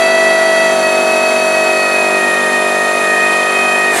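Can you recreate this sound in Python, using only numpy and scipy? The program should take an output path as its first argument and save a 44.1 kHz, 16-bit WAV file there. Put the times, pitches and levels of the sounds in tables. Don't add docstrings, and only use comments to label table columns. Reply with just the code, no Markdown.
import sys
import numpy as np
from scipy import signal
from scipy.fft import rfft, irfft
from scipy.io import wavfile
from scipy.ndimage import uniform_filter1d, minimum_filter1d

SR = 44100
rng = np.random.default_rng(int(sys.argv[2]) if len(sys.argv) > 2 else 0)


def generate_wav(signal):
    frames = np.transpose(np.atleast_2d(signal))
    scaled = np.clip(frames, -1, 1) * 32767
    pcm = np.round(scaled).astype(np.int16)
    wavfile.write(sys.argv[1], SR, pcm)


N = 176400

# f/Hz, density/dB
AIR_SPECTRUM = [(25, -85), (80, -85), (130, -73.5), (180, -70.5), (260, -59), (320, -63), (420, -58),
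                (600, -56.5), (750, -53.5), (1000, -57.5), (1300, -60), (1700, -61.5), (2200, -58),
                (2900, -64.5), (3700, -64), (5300, -68.5), (6200, -69.5), (8500, -70.5), (10600, -70.5),
                (11600, -79.5), (13200, -80), (14400, -88.5)]
# f/Hz, side re mid/dB
SIDE_SPECTRUM = [(30, -36), (250, -25.5), (1000, -13), (2000, -7), (5000, -13.5), (9000, -17.5),
                 (12000, -14)]
# multiple of turn rate, level/dB
DRONE_PARTIALS = [(2, -59.5), (3, -51.5), (4, -37), (5, -33.5), (7, -31), (8, -26.5), (9, -29.5), (10, -36),
                  (11, -31), (12, -31.5), (13, -35), (14, -26.5), (15, -26.5), (16, -34.5), (17, -49),
                  (18, -46), (19, -31), (20, -33.5), (21, -37), (23, -39.5), (24, -33.5), (26, -38),
                  (27, -69), (31, -38.5), (32, -46), (34, -59), (36, -36.5), (37, -56), (39, -41),
                  (40, -38), (48, -86), (52, -33.5), (54, -41.5), (132, -47.5)]
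# f/Hz, width/Hz, level/dB, depth of 3-per-turn beat, repeating share, L-R/dB
RATTLE_MODES = [(3730, 100, -41, .1, 0.51, -3), (6406, 85, -43, .1, 0.44, -5),
                (6850, 90, -46, .1, .3, -7.5), (7220, 69, -49, .1, .3, 0), (7445, 97, -37.5, .1, 0.28, 0),
                (8240, 170, -45.5, .1, .2, 4), (8680, 90, -51, .1, .3, 0), (9420, 110, -45, .2, .3, 5),
                (9875, 240, -36, 0.38, 0.55, -9), (10260, 71, -43.5, .3, .5, 8)]
# f/Hz, density/dB
HISS_SPECTRUM = [(100, -71), (400, -48), (650, -56), (780, -46), (950, -57), (1300, -55), (1800, -46),
                 (2600, -56.5), (5500, -64.5), (7500, -59), (8000, -57), (8330, -48.5), (8700, -62),
                 (9200, -60.5), (12000, -67.5), (14500, -75)]
# f/Hz, width/Hz, peak level/dB, step rate at peak/Hz, step rate spread/Hz
CASE_MODES = [(1466, 110, -29.5, 652, 16), (4070, 110, -37, 654, 8.6), (5950, 340, -36, 648, 13),
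              (12700, 220, -50, 638, 8)]
# t/s, step rate/Hz
STEP_RATE = [(0, 656), (.33, 651.8), (.66, 652), (.9, 638), (1.11, 640), (1.59, 637.7), (1.74, 634.6),
             (2.01, 630), (2.37, 622.2), (3.27, 623.2), (3.45, 623.5), (3.55, 627.7), (3.915, 625),
             (3.95, 607), (4, 603)]
# t/s, relative level/dB at 1, 2, 5, 6, 7 x step rate
STEADY_LEVELS = [(0.0, -13.5, -27.5, -31, -35, -29.5), (0.7, -14, -27.5, -31, -46.5, -33),
                 (0.85, -15.5, -27, -37, -43, -31.5), (1.65, -16, -27.5, -38, -40, -31.5),
                 (1.85, -20.5, -25.5, -46, -39, -28.5), (2.15, -21, -24, -43, -44.5, -38.5),
                 (2.3, -25.5, -25.5, -38, -44.5, -40), (2.65, -21.5, -25, -37, -48, -43),
                 (3.0, -23.5, -22, -41.5, -45, -41.5), (3.65, -26.5, -22, -31, -46, -39),
                 (3.9, -26, -24, -40, -40, -37.5)]
# t/s, relative level/dB at 3, 4 x step rate
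PANEL_LEVELS = [(0.0, -20, -30), (0.05, -18.5, -19.5), (0.15, -16.5, -24), (0.3, -15.5, -23),
                (0.45, -16.5, -34.5), (0.6, -16.5, -23.5), (0.7, -18, -27.5), (0.75, -30, -25),
                (0.8, -27, -29), (0.85, -18, -19), (0.95, -29.5, -19.5), (1.05, -33, -20),
                (1.1, -26, -18.5), (1.5, -29.5, -20.5), (1.55, -23, -18.5), (1.7, -26.5, -18.5),
                (1.8, -20.5, -19), (2.05, -26, -16.5), (2.15, -20, -19), (2.25, -16.5, -21.5),
                (2.5, -17.5, -26.5), (2.55, -15.5, -21.5), (2.75, -21, -23.5), (2.8, -17, -26),
                (3.0, -22, -21.5), (3.15, -14, -22.5), (3.25, -17, -18), (3.45, -17, -21.5),
                (3.6, -22.5, -16), (3.9, -15, -20)]
STEP_MULTIPLES = [1, 2, 5, 6, 7, 3, 4]
WHINE_TEXTURE = [(0.045, 0), (.05, 0.1), (0.59, 0.18), (0.45, .3), (.9, 0.26), (0.052, 0.15), (.27, 0.14)]
# multiple of step rate / 5, level/dB
BUZZ_PARTIALS = [(2, -41.5), (6, -34), (7, -51.5), (9, -45.5), (11, -35.5), (12, -44.5), (13, -37),
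                 (14, -34), (16, -40), (17, -43), (19, -43.5), (21, -49), (24, -48.5), (29, -44),
                 (30, -46.5), (31, -59), (34, -46.5), (40, -50), (45, -58), (46, -52)]

FAN_HZ = 48.412
STEPS_PER_BUZZ, STEPS_PER_FLUTTER = 5, 20
TIME_S = np.arange(N) / SR
BINS_HZ = np.arange(N // 2 + 1) * SR / N
LEFT_RIGHT = np.array([[1], [-1]])


def undb(db):
    return 10 ** (np.asarray(db) / 20)


def curve(table, column=1):
    rows = np.array(table)
    return np.interp(TIME_S, rows[:, 0], rows[:, column])


def walk(rate_hz):
    drift = irfft(rfft(rng.standard_normal(N)) / (1 + (BINS_HZ / rate_hz) ** 2), N)
    return drift / drift.std()


def colour(x, spectrum):
    hz, db = np.array(spectrum).T
    return irfft(rfft(x) * undb(np.interp(np.log(BINS_HZ + 1), np.log(hz), db)), N)


def ring(x, hz, width_hz):
    b, a = signal.iirpeak(hz, hz / (width_hz * np.sqrt(2)), fs=SR)
    ringing = signal.lfilter(b, a, signal.lfilter(b, a, x))
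    return ringing / ringing.std()


def wide_noise(spectrum):
    mid, side = rng.standard_normal((2, N)) * np.sqrt(SR / 2)
    return colour(mid, spectrum) + LEFT_RIGHT * colour(colour(side, SIDE_SPECTRUM), spectrum)


def partial(phase, db, rough, rate_hz):
    in_phase = (1 + rough * walk(rate_hz)) * np.cos(phase)
    quadrature = rough * walk(rate_hz) * np.sin(phase)
    return np.sqrt(2) * undb(db) * (in_phase + quadrature)


def air_rush(turn_rad, pulse_depth=0.026, flicker_db=0.37):
    pulse = 1 + pulse_depth * np.cos(turn_rad)
    return wide_noise(AIR_SPECTRUM) * pulse * undb(flicker_db * walk(19))


def fan_drone(turn_rad, blur_rad=0.28, knock_below_hz=645):
    out = 0
    for k, db in DRONE_PARTIALS:
        scatter_rad = min(blur_rad + (k * FAN_HZ / knock_below_hz) ** 4, np.pi)
        out += partial(k * turn_rad + scatter_rad * rng.standard_normal(), db, rough=0.18, rate_hz=2.4)
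    return out


def fan_rattle(turn_rad, once_depth=0.23):
    out = 0
    for hz, width_hz, db, thrice_depth, share, pan_db in RATTLE_MODES:
        angle = turn_rad + rng.uniform(0, 2 * np.pi)
        repeated = np.resize(rng.standard_normal(round(SR / FAN_HZ)), N)
        scrape = np.sqrt(share) * repeated + np.sqrt(1 - share) * rng.standard_normal(N)
        beat = np.exp(once_depth * np.cos(angle) + thrice_depth * np.cos(3 * angle))
        out += ring(scrape * beat, hz, width_hz) * undb(db + LEFT_RIGHT * pan_db / 2)
    return out


def closing_hiss(start_s=3.91, rise_s=0.055):
    return wide_noise(HISS_SPECTRUM) * np.clip((TIME_S - start_s) / rise_s, 0, 1)


def case_whirr(step_hz):
    out = 0
    for hz, width_hz, db, peak_step_hz, spread_hz in CASE_MODES:
        drive = np.exp(-((step_hz - peak_step_hz) / spread_hz) ** 2 / 2)
        out += ring(rng.standard_normal(N), hz, width_hz) * undb(db) * drive
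    return out


def stepper_whine(step_hz, wander_hz=0.512, swing_rad=0.33, whine_gain_db=0.5):
    calm_hz, calm_range_hz = 637, 13.4
    fade_end_s, fade_s = 3.965, 0.03
    step_rad = 2 * np.pi * np.cumsum(step_hz + wander_hz * walk(9.26)) / SR
    flutter = np.cos(step_rad / STEPS_PER_FLUTTER + 0.16 * walk(1.1))
    flutter *= np.clip((calm_hz - step_hz) / calm_range_hz, 0.35, 1)
    levels_db = [curve(table, column) + whine_gain_db
                 for table in (STEADY_LEVELS, PANEL_LEVELS) for column in range(1, len(table[0]))]
    out = 0
    for k, db, (depth, rough) in zip(STEP_MULTIPLES, levels_db, WHINE_TEXTURE):
        offset_rad = k * k * np.pi / 4
        phase = k * step_rad + swing_rad * flutter + offset_rad
        out += partial(phase, db, rough, rate_hz=30) * (1 + depth * flutter)
    for k, db in BUZZ_PARTIALS:
        phase = k * step_rad / STEPS_PER_BUZZ + rng.uniform(0, 2 * np.pi)
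        out += partial(phase, db, rough=0.34, rate_hz=3.7)
    return out * np.clip((fade_end_s - TIME_S) / fade_s, 0.15, 1)


def scene(lean_db=0.28):
    step_hz = curve(STEP_RATE)
    turn_rad = 2 * np.pi * np.cumsum(FAN_HZ + 0.013 * walk(2.32)) / SR
    tones = (stepper_whine(step_hz) + fan_drone(turn_rad)) * undb(LEFT_RIGHT * lean_db / 2)
    return tones + case_whirr(step_hz) + fan_rattle(turn_rad) + air_rush(turn_rad) + closing_hiss()


def record(dry, ceiling=0.92, window_samples=441, cutoff_hz=14500):
    gain = np.minimum(1, ceiling / (np.abs(dry).max(axis=0) + 1e-9))
    gain = uniform_filter1d(minimum_filter1d(gain, window_samples), window_samples)
    lowpass = signal.ellip(10, 0.1, 80, cutoff_hz, fs=SR, output="sos")
    return signal.sosfilt(lowpass, dry * gain)


dry = scene()
out = record(dry)
generate_wav(out)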